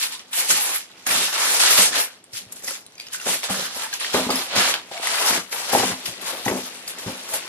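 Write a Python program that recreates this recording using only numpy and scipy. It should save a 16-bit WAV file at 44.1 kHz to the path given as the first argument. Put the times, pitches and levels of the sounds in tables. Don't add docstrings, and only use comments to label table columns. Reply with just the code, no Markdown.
import sys
import numpy as np
from scipy import signal
from scipy.fft import rfft, irfft, next_fast_len
from scipy.io import wavfile
from scipy.ndimage import uniform_filter1d

SR = 44100
rng = np.random.default_rng(int(sys.argv[2]) if len(sys.argv) > 2 else 0)


def to_wav(s):
    ch = np.atleast_2d(s).T
    pcm = np.round(np.clip(ch, -1, 1) * 32767)
    wavfile.write(sys.argv[1], SR, pcm.astype(np.int16))


N = 329868

# t/s, length/s, start level/dB, end level/dB, treble/dB, big-fold fullness/dB
PAPER_TUGS = [(0, 0.032, -31, -25.5, -0.5, -10), (.04, 0.081, -29.5, -41.5, -11, -7),
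              (.125, 0.033, -36, -38.5, -11, -11), (.2, 0.018, -40, -53, -25, -7),
              (.335, 0.054, -31, -25, -6, -10), (.4, 0.11, -26.5, -36, -2, 0),
              (.492, .008, -29, -31, 8, -3), (.505, 0.1, -19, -31, -1.5, -9),
              (.57, 0.19, -28.5, -29.5, -1.5, 1), (.76, 0.052, -39, -38.5, -7, -6),
              (1.062, 0.0068, -44, -26, -3.5, 11), (1.092, 0.013, -22, -27, -7, -4),
              (1.11, 0.19, -21, -29, -5.5, 1.5), (1.33, 0.029, -25.5, -25, -4, 4),
              (1.38, 0.19, -24.5, -21, -3, 2.5), (1.602, 0.035, -17, -18, -0.5, -1),
              (1.66, 0.054, -15, -20, -6.5, -5), (1.71, 0.079, -20.5, -20, -1.5, -0.5),
              (1.778, 0.082, -16.5, -21, -3.5, 1), (1.93, 0.03, -25.5, -19.5, -11.5, -1),
              (1.965, 0.029, -29.5, -21.5, 0.5, 4), (2.06, 0.11, -40, -53, -21, 3),
              (2.338, 0.038, -40, -32.5, -3, -19), (2.525, .02, -47, -61, 28, -2),
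              (2.56, 0.054, -51.5, -58, 33, -13), (2.64, 0.025, -44, -45, 13, -5),
              (2.678, 0.015, -31.5, -36, 3, 2), (2.705, 0.053, -39.5, -40.5, -3, -0.5),
              (3.0, 0.052, -43, -50, -12, -30), (3.135, 0.017, -34, -36, 0.5, -7),
              (3.21, 0.023, -39.5, -41, -3, -3), (3.23, 0.032, -46, -33.5, 0, 0),
              (3.27, 0.077, -27.5, -27, -4.5, -1.5), (3.44, 0.018, -25, -29, -11, 3),
              (3.5, 0.16, -28, -34.5, -3.5, 8.5), (3.75, 0.094, -36, -31, -5.5, 2),
              (3.94, 0.0044, -28, -31.5, -9, -2), (4.01, 0.096, -27, -33, -16, 1.5),
              (4.115, 0.024, -45, -26, -4, 10), (4.152, 0.15, -25.5, -40, -6, 18),
              (4.31, 0.12, -26, -30, -12, 2.5), (4.51, 0.035, -31, -29, -40, 10),
              (4.56, 0.15, -20, -24.5, -10, 5.5), (4.742, 0.037, -27, -33.5, -23, 2),
              (4.92, 0.24, -35.5, -40, -18, 0.5), (5.03, 0.15, -29, -24.5, -13.5, 4.5),
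              (5.18, 0.11, -25.5, -24, -8.5, 10), (5.27, 0.039, -30, -23.5, -10, 5.5),
              (5.335, 0.038, -23, -25.5, -8.5, 6.5), (5.527, 0.15, -30.5, -34, -5.5, 5.5),
              (5.68, 0.02, -31, -25, -11, 3), (5.725, 0.19, -24.5, -29, -2.5, 7),
              (6.06, 0.085, -29, -45.5, -4.5, -12), (6.21, 0.095, -41.5, -37, 2, 14),
              (6.265, 0.19, -34.5, -43.5, -6, 6.5), (6.462, 0.29, -34, -46.5, 0, 0),
              (6.88, 0.11, -41, -62, 28, 14), (6.99, 0.05, -40, -45.5, 6, 2),
              (7.07, 0.18, -35.5, -49.5, -13, 2), (7.29, 0.06, -42.5, -40.5, 8, 19),
              (7.34, 0.063, -33, -42, 4.5, 10)]
# t/s, paper/dB, cardboard/dB, left over right/dB
STIRRING = [(0, -45, -52.5, 0.5), (.3, -54.5, -60.5, 0), (1.0, -50, -58.5, -0.5), (2.25, -62, -60, 0.5),
            (2.55, -51, -55, 0.5), (2.9, -58, -59, 0.5), (3.15, -47, -57, 0.5), (3.7, -36.5, -49, -0.5),
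            (3.9, -40.5, -57, 0), (4.5, -37.5, -50, 0), (4.87, -48, -54, 0.5), (5.47, -47.5, -53, 3),
            (6.0, -39.5, -48, 1.5), (6.17, -42.5, -50, 3.5), (6.45, -40.5, -49, 2.5), (6.85, -42, -52, 2.5),
            (7.2, -41.5, -51, 1), (7.48, -38.5, -48, 2)]
# f/Hz, level/dB
PAPER_SPECTRUM = [(180, -48.5), (300, -56.5), (335, -65), (472, -18), (982, -14.5), (1240, -12),
                  (4060, -12.5), (9590, -14.5), (11200, -12.5), (12500, -3), (16200, -59), (22000, -120)]
# t/s, length/s, start f/Hz, end f/Hz, level/dB
EDGE_SLIDES = [(.02, 0.057, 950, 1000, -44), (.11, 0.084, 900, 1100, -51), (.32, 0.16, 946, 850, -46.5),
               (.56, 0.061, 896, 800, -37), (.64, 0.18, 700, 1600, -55), (3.0, 0.088, 2270, 2800, -58),
               (3.12, 0.127, 1576, 1500, -49), (3.75, 0.13, 1000, 900, -42.5), (4.92, 0.13, 681, 750, -40),
               (7.33, 0.067, 868, 500, -42)]
# t/s, level/dB, low facet f/Hz, high facet f/Hz, high over low/dB, decay/ms
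CREASE_SNAPS = [(0.193, -29, 3030, 5640, 7, 1.8), (0.331, -16.5, 3410, 7800, -1, 2.9),
                (0.5068, -8, 1500, 11100, -1, 3), (0.916, -37, 3500, 3830, 0, 1.9),
                (0.956, -42, 3010, 3560, -3, 1.5), (1.066, -15, 1820, 6550, 4, 2.1),
                (2.2402, -30.5, 3300, 8550, 11, 2), (2.312, -55, 3000, 7000, 5, 1.3),
                (2.333, -28.5, 2140, 5330, 7, 3.2), (2.523, -32, 3100, 11250, 19, 4),
                (2.622, -34, 1960, 8000, 4, 3), (2.644, -24, 2460, 6440, 14, 2.7),
                (2.676, -25, 2030, 9150, 7, 3), (2.681, -16.5, 1980, 5500, -3, 3.5),
                (2.7073, -16.5, 1320, 9400, -1, 2), (2.7538, -28, 2070, 3560, 9, 2.1),
                (2.8644, -27, 3950, 9200, 3, 1.5), (2.922, -38, 1310, 6000, 8, 1.1),
                (2.9527, -38, 2150, 6160, 12, 3.4), (2.979, -32, 2400, 4840, 4, 3.4),
                (2.9988, -14.5, 2460, 4570, -0.5, 1.1), (3.006, -33, 2500, 4730, 5, 9.5),
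                (3.066, -29, 2820, 5070, 2, 5.7), (3.084, -30, 2960, 6500, -3, 2.5),
                (3.122, -30, 3060, 4740, 0, 3.7), (3.136, -20, 2760, 6800, 7, 1.7),
                (3.147, -21, 1540, 8100, -11, 2.2), (3.199, -23.5, 2750, 5100, -14, 2.7),
                (3.2127, -24, 1410, 5400, -8, 2.5), (3.266, -18, 1550, 3700, -10, 2),
                (3.432, -14, 2160, 5570, -8, 1.1), (3.82, -15.5, 2900, 3700, 10, 1.7),
                (3.928, -17, 1640, 4240, -3, 3.5), (3.938, -12, 1700, 6500, 8, 1.3),
                (3.998, -22, 2520, 9050, 5, 7.7), (4.0462, -15, 1860, 3800, -21, 2.2),
                (4.1403, -17, 2340, 6740, 3, 3), (4.1455, -7, 1100, 1590, -1, 1.2),
                (4.153, -20, 1090, 2000, -3, 0.86), (4.303, -13.5, 1220, 4760, -4, 5),
                (4.356, -15.5, 5200, 10700, -1, 3), (4.564, -11, 1950, 5100, -2, 2.1),
                (4.7398, -3, 1540, 3190, 3, 1.3), (4.977, -17, 2180, 5200, -10, 1.3),
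                (5.0326, -19, 1900, 4840, -10, 1.5), (5.071, -11, 1980, 10660, -6, 2.5),
                (5.527, -18, 2350, 4500, -7, 1.6), (6.058, -24, 2480, 5050, 21, 4),
                (6.215, -26, 2750, 11100, 4, 1.9), (6.454, -21, 1920, 6200, 0, 4.5),
                (6.479, -14.5, 1950, 2590, -12, 5.6), (6.877, -24.5, 1290, 4830, 17, 3),
                (6.895, -35, 2000, 5000, 6, 4), (6.984, -28, 1900, 7430, 2, 4),
                (7.338, -22, 1550, 10800, 3, 2.5)]
# t/s, length/s, start level/dB, end level/dB, relative boom/dB
BOX_RUBS = [(.375, 0.1, -37.5, -51, -11), (.5, 0.034, -32, -38, 6.5), (.68, 0.036, -44, -41, -9),
            (1.08, 0.15, -40, -40, 8.5), (1.33, 0.39, -47, -33, -11), (1.795, 0.15, -37.5, -42, 4),
            (1.93, 0.065, -45, -34, -3), (2.69, 0.029, -48, -59, -9), (3.27, 0.088, -28.5, -40, 0),
            (3.5, 0.04, -36, -46, 6.5), (3.565, 0.059, -45, -43, 13), (3.675, 0.018, -51, -55, 13),
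            (3.77, 0.026, -45, -62, -13), (4.0, 0.073, -65, -52, -7), (4.155, 0.085, -22.5, -39, 7),
            (4.29, 0.14, -25.5, -45, 2), (4.53, 0.021, -47, -40, 6), (4.565, 0.24, -29.5, -49, 2.5),
            (4.92, .012, -55, -63, -20), (5.0, 0.011, -35, -57, -10), (5.08, 0.21, -46, -40, -7),
            (5.3, 0.089, -33, -35, 7), (5.54, 0.11, -48, -61, 2), (5.7, 0.026, -37, -41, 1),
            (5.735, 0.053, -21.5, -23, -7), (5.79, 0.047, -45, -23.5, 0), (5.88, 0.036, -40, -34.5, 15),
            (6.08, 0.033, -38.5, -47, 15), (6.23, 0.011, -32, -62, 0), (6.33, .08, -37, -46, -8),
            (6.475, 0.12, -24.5, -34, 2.5), (6.6, 0.26, -47, -58, -2), (6.98, 0.067, -47, -44, -4),
            (7.066, 0.049, -33.5, -40, 11), (7.14, 0.16, -51, -50, -4), (7.33, 0.14, -53, -50, -8)]
# f/Hz, level/dB
CARDBOARD_SPECTRUM = [(150, -30), (260, -4), (340, 0), (550, 0), (820, -2), (1180, -9), (2500, -18),
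                      (3500, -45)]
# f/Hz, level/dB, t60/s
BOX_MODES = [(115, 4, .1), (195, 0, .19), (259, 0, .3), (320, -2, .06), (400, -2, .05), (475, -2, .05),
             (545, -1, .05), (630, -2, .04), (810, -1, .035), (1050, -5, .025), (1350, -8, .02)]
# t/s, wall level/dB, struck spot f/Hz, boom level/dB, boom f/Hz
BOX_KNOCKS = [(0.496, -31, 856, -41, 291), (0.584, -20, 1090, -46, 275), (1.068, -29, 1190, -31, 291),
              (1.786, -15, 500, -17.5, 195), (2.333, -43, 500, -41, 115), (2.41, -60, 500, -42, 195),
              (2.465, -57, 400, -41, 115), (2.511, -60, 500, -45, 195), (2.637, -31, 482, -58, 259),
              (2.654, -38, 490, -58, 259), (2.681, -33, 560, -45, 259), (2.71, -29, 520, -55, 259),
              (3.264, -20, 476, -31.5, 283), (3.5, -12.5, 1060, -16.5, 196), (3.593, -21, 550, -42, 205),
              (3.763, -26, 589, -41, 266), (4.144, -5.5, 446, -23.5, 263), (4.146, -28, 400, -32, 115),
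              (4.157, -28, 436, -18, 200), (4.178, -11, 600, -32, 199), (4.199, -32, 440, -25, 262),
              (4.267, -19, 330, -17.5, 262), (4.293, -10.5, 700, -31, 200), (4.306, -11, 675, -28, 262),
              (4.337, -37, 500, -22, 260), (4.561, -32, 870, -18, 207), (4.571, -35, 500, -28, 115),
              (4.914, -21, 720, -58, 218), (5.302, -24, 533, -27, 218), (5.733, -5.5, 840, -23, 242),
              (5.75, -0.5, 820, -17, 268), (5.789, -26, 500, -32, 115), (5.801, -9.5, 870, -27, 264),
              (5.849, -23, 385, -16, 214), (5.929, -20, 907, -31, 256), (6.085, -36, 460, -33.5, 122),
              (6.463, -10.5, 825, -14, 290), (6.469, -27, 400, -22.5, 115), (6.477, -13, 365, -27, 250),
              (6.505, -27, 335, -41, 291), (6.515, -9.5, 350, -19.5, 241), (6.555, -21, 450, -26, 259),
              (6.588, -24, 400, -33, 259), (6.637, -45, 500, -33, 259), (7.063, -43, 400, -28, 115),
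              (7.063, -37, 608, -21.5, 174), (7.081, -21, 608, -24, 202), (7.094, -23, 600, -27, 260),
              (7.125, -40, 500, -37, 195), (7.338, -17, 820, -52, 231)]
# f/Hz, level/dB
NOISE_SPECTRUM = [(24, -52), (40, 8), (257, 8.5), (593, 1), (701, -2), (2310, 1), (5080, -3), (9450, -17),
                  (12000, -43), (15600, -49), (22000, -120)]
# f/Hz, side gain/dB
SIDE_GAIN = [(60, -49), (110, -19), (200, -16), (380, -13), (700, -7), (1290, -3.5), (2380, 0.5), (4400, 3),
             (8120, 3), (15000, 11)]


def amp(db):
    return 10 ** (np.asarray(db) / 20)


def rms_one(x):
    return x / np.sqrt(np.mean(x ** 2) + 1e-20)


def butter(x, order, hz, kind="low"):
    return signal.sosfilt(signal.butter(order, hz, kind, fs=SR, output="sos"), x)


def in_time(rows):
    times_s, *columns = np.transpose(rows)
    return [np.interp(np.arange(N) / SR, times_s, column) for column in columns]


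def db_at(spectrum, hz):
    points_hz, points_db = np.transpose(spectrum)
    return np.interp(np.log(hz), np.log(np.maximum(points_hz, 1)), points_db)


def coloured(x, spectrum):
    size = next_fast_len(N)
    hz = np.maximum(np.arange(size // 2 + 1) * SR / size, 1)
    return irfft(rfft(x, size) * amp(db_at(spectrum, hz)), size)[..., :N]


def drift(rate_hz):
    r = np.exp(-2 * np.pi * rate_hz / SR)
    return rms_one(signal.lfilter([1], [1, -2 * r, r * r], rng.standard_normal(N + SR))[SR:])


def ring(drive, hz, t60_s):
    r, w = amp(-60 / (t60_s * SR)), 2 * np.pi * hz / SR
    return signal.lfilter([0, np.sin(w)], [1, -2 * r * np.cos(w), r * r], drive + 1e-18)


def clicks(per_s, spread_db, clump_db):
    fires = rng.random(N) < per_s * amp(clump_db * drift(25)) / SR
    return fires * amp(spread_db * np.minimum(rng.exponential(1, N), 5)) * rng.choice([-1, 1], N)


def envelopes(moves, rest_db, rest_tones_db, rise_db_per_s, fall_db_per_s):
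    t, sample_t = np.arange(0, N + 32, 32) / SR, np.arange(N) / SR
    start_s, length_s, start_db, end_db, *tones_db = np.transpose(moves)[:, :, None]
    age_s = t - start_s
    ramp_db = start_db + (end_db - start_db) * np.clip(age_s / np.maximum(length_s, 1e-3), 0, 1)
    skirt_db = rise_db_per_s * np.maximum(-age_s, 0) + fall_db_per_s * np.maximum(age_s - length_s, 0)
    power = amp(ramp_db - skirt_db) ** 2
    rest_power = amp(np.interp(t, sample_t, rest_db)) ** 2
    total = power.sum(axis=0) + rest_power
    mixed_db = [((power * tone).sum(axis=0) + rest_power * rest_tone) / total
                for tone, rest_tone in zip(tones_db, rest_tones_db)]
    return [np.interp(sample_t, t, curve) for curve in [10 * np.log10(total), *mixed_db]]


def crackle():
    level_db, treble_db, full_db = envelopes(PAPER_TUGS, in_time(STIRRING)[0], rest_tones_db=[-13.5, 2.5],
                                             rise_db_per_s=956, fall_db_per_s=279)
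    per_s = np.clip(17000 * amp(.45 * (level_db + 40)), 4000, 40000)
    buckles = clicks(per_s, spread_db=.8, clump_db=1.5) / np.sqrt(per_s) * rng.standard_normal((2, N))
    facets_hz = np.geomspace(350, 13000, 26)
    facet_hit = rng.choice(len(facets_hz), N, p=np.sqrt(facets_hz) / np.sqrt(facets_hz).sum())
    patches = [drift(12.2) for _ in range(13)]
    folds = [drift(4) for _ in range(9)]
    out = np.zeros((2, N))
    for k, hz in enumerate(facets_hz):
        facet = butter(buckles * (facet_hit == k) + 1e-18, 1, [hz / 1.1, hz * 1.1], "band")
        top_share = np.clip(np.log2(hz / 3500) / 1.99, 0, 1.2)
        low_share = np.clip(np.log2(2000 / hz) / 1.35, 0, 1)
        colour_db = db_at(PAPER_SPECTRUM, hz) + top_share * treble_db + low_share * full_db
        flicker_db = (1 + 2.37 * top_share) * patches[k // 2] + 1.27 * folds[k // 3]
        out += rms_one(facet) * np.sqrt(hz / 3000) * amp(colour_db + flicker_db)
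    return amp(level_db) * out


def slides(half_width_hz=83, fade_s=.01):
    out = np.zeros(N)
    roughness = rms_one(butter(rng.standard_normal((2, N)), 2, half_width_hz))
    for start_s, length_s, start_hz, end_hz, level_db in EDGE_SLIDES:
        t, onset = np.arange(round(length_s * SR)) / SR, round(start_s * SR)
        glide_hz = start_hz * (end_hz / start_hz) ** (t / length_s)
        phase = 2 * np.pi * np.cumsum(glide_hz) / SR
        sin_gain, cos_gain = roughness[:, onset:onset + len(t)]
        tone = sin_gain * np.sin(phase) + cos_gain * np.cos(phase)
        fade = np.clip(np.minimum(t, length_s - t) / fade_s, 0, 1)
        out[onset:onset + len(t)] += amp(level_db) * fade * tone
    return out


def snaps(rise_share=.2, tick_gain=.2, roughness=2.8):
    out, t = np.zeros(N + 2000), np.arange(1800) / SR
    for start_s, level_db, low_hz, high_hz, high_db, decay_ms in CREASE_SNAPS:
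        noise = rng.standard_normal(len(t))
        facets = np.sin(2 * np.pi * low_hz * t) + amp(high_db) * np.sin(2 * np.pi * high_hz * t)
        flutter = 1 + roughness * uniform_filter1d(noise, size=16)
        snap = facets / (1 + amp(high_db)) * flutter + tick_gain * noise
        age = 1000 * t / decay_ms
        envelope = (1 - np.exp(-age / rise_share)) * np.exp(-age)
        out[round(start_s * SR):][:len(t)] += amp(level_db) * envelope * snap
    return butter(out[:N], 2, 900, "high")


def rubbing():
    slips = clicks(per_s=1500, spread_db=.5, clump_db=2.5)
    level_db, boom_db = envelopes(BOX_RUBS, in_time(STIRRING)[1], rest_tones_db=[5.5],
                                  rise_db_per_s=1500, fall_db_per_s=347)
    grains = amp(level_db) * rms_one(coloured(slips, CARDBOARD_SPECTRUM))
    bass = butter(signal.lfilter([1], [1, -.9], slips), 1, [170, 300], "band")
    drive = amp(level_db + boom_db) * rms_one(bass)
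    hollow = sum(amp(db - 63) * ring(drive, hz, t60_s) for hz, db, t60_s in BOX_MODES[:3])
    return grains + .17 * drive + hollow


def knocks(attack_cycles=.5, grip_detune=.012, push_db=-4, push_cycles=.9):
    out, t = np.zeros(N + SR), np.arange(SR // 3) / SR
    mode_hz, mode_db, t60_s = np.transpose(BOX_MODES)[:, :, None]
    polarity = (-1) ** np.arange(len(BOX_MODES))[:, None]
    envelope = amp(mode_db - 60 * t / t60_s) * (1 - np.exp(-t * mode_hz / attack_cycles))
    for start_s, level_db, spot_hz, boom_db, boom_hz in BOX_KNOCKS:
        grip = 1 + grip_detune * rng.standard_normal(mode_hz.shape)
        modes = polarity * envelope * np.sin(2 * np.pi * mode_hz * grip * t)
        walls_db = level_db - 6 - 14 * np.abs(np.log2(mode_hz / spot_hz))
        hollow_db = boom_db - 6 - 28 * np.abs(np.log2(mode_hz / boom_hz))
        ringing = np.sum(amp(np.where(mode_hz < 300, hollow_db, walls_db)) * modes, axis=0)
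        push = sum(amp(db + push_db) * np.sin(2 * np.pi * hz * t) * np.exp(-t * hz / push_cycles)
                   for db, hz in [(level_db, spot_hz), (boom_db, boom_hz)])
        out[round(start_s * SR):][:len(t)] += push + ringing
    return out[:N]


def room(mid_side, t60_s=.14, echo_db=-7, renew_s=.25):
    t, hop = np.arange(round(.3 * SR)) / SR, round(renew_s * SR)
    decay = amp(-60 * t / t60_s)
    envelope = amp(echo_db) * decay * (t > .003) / np.sqrt(np.sum(decay ** 2))
    padded = np.pad(mid_side, ((0, 0), (hop, 2 * hop)))
    window = np.sqrt(signal.windows.hann(2 * hop, sym=False))
    wet = np.zeros((2, N + 5 * hop + len(t)))
    for i in range(0, N + hop, hop):
        response = envelope * butter(rng.standard_normal((2, len(t))), 1, 1200, "high")
        echoes = signal.fftconvolve(padded[:, i:i + 2 * hop] * window, response, axes=1)
        wet[:, i:i + echoes.shape[1]] += echoes
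    return mid_side + wet[:, hop:hop + N]


def scene(noise_db=-61.5, top_hz=12330, sparkle_db=-3):
    creases = snaps()
    direct = creases + slides() + rubbing() + knocks()
    direct_side = -signal.hilbert(direct, next_fast_len(N)).imag[:N]
    noise = amp(noise_db) * rms_one(coloured(rng.standard_normal((2, N)), NOISE_SPECTRUM))
    heard = butter(room(crackle() + [direct, direct_side]) + noise, 14, top_hz)
    sparkle = amp(sparkle_db) * butter(creases, 4, top_hz, "high")
    mid, side = heard + sparkle * [[1], [.5]]
    left_right = mid + coloured(side, SIDE_GAIN) * [[1], [-1]]
    pan_db = in_time(STIRRING)[2]
    return left_right * amp(pan_db * [[.5], [-.5]])


def record(dry, low_cut_hz=85, high_cut_hz=15750):
    rounded = .95 * np.tanh(dry / .95)
    thinned = butter(rounded, 2, low_cut_hz, "high")
    return signal.sosfilt(signal.cheby2(12, 70, high_cut_hz, fs=SR, output="sos"), thinned)


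dry = scene()
out = record(dry)
to_wav(out)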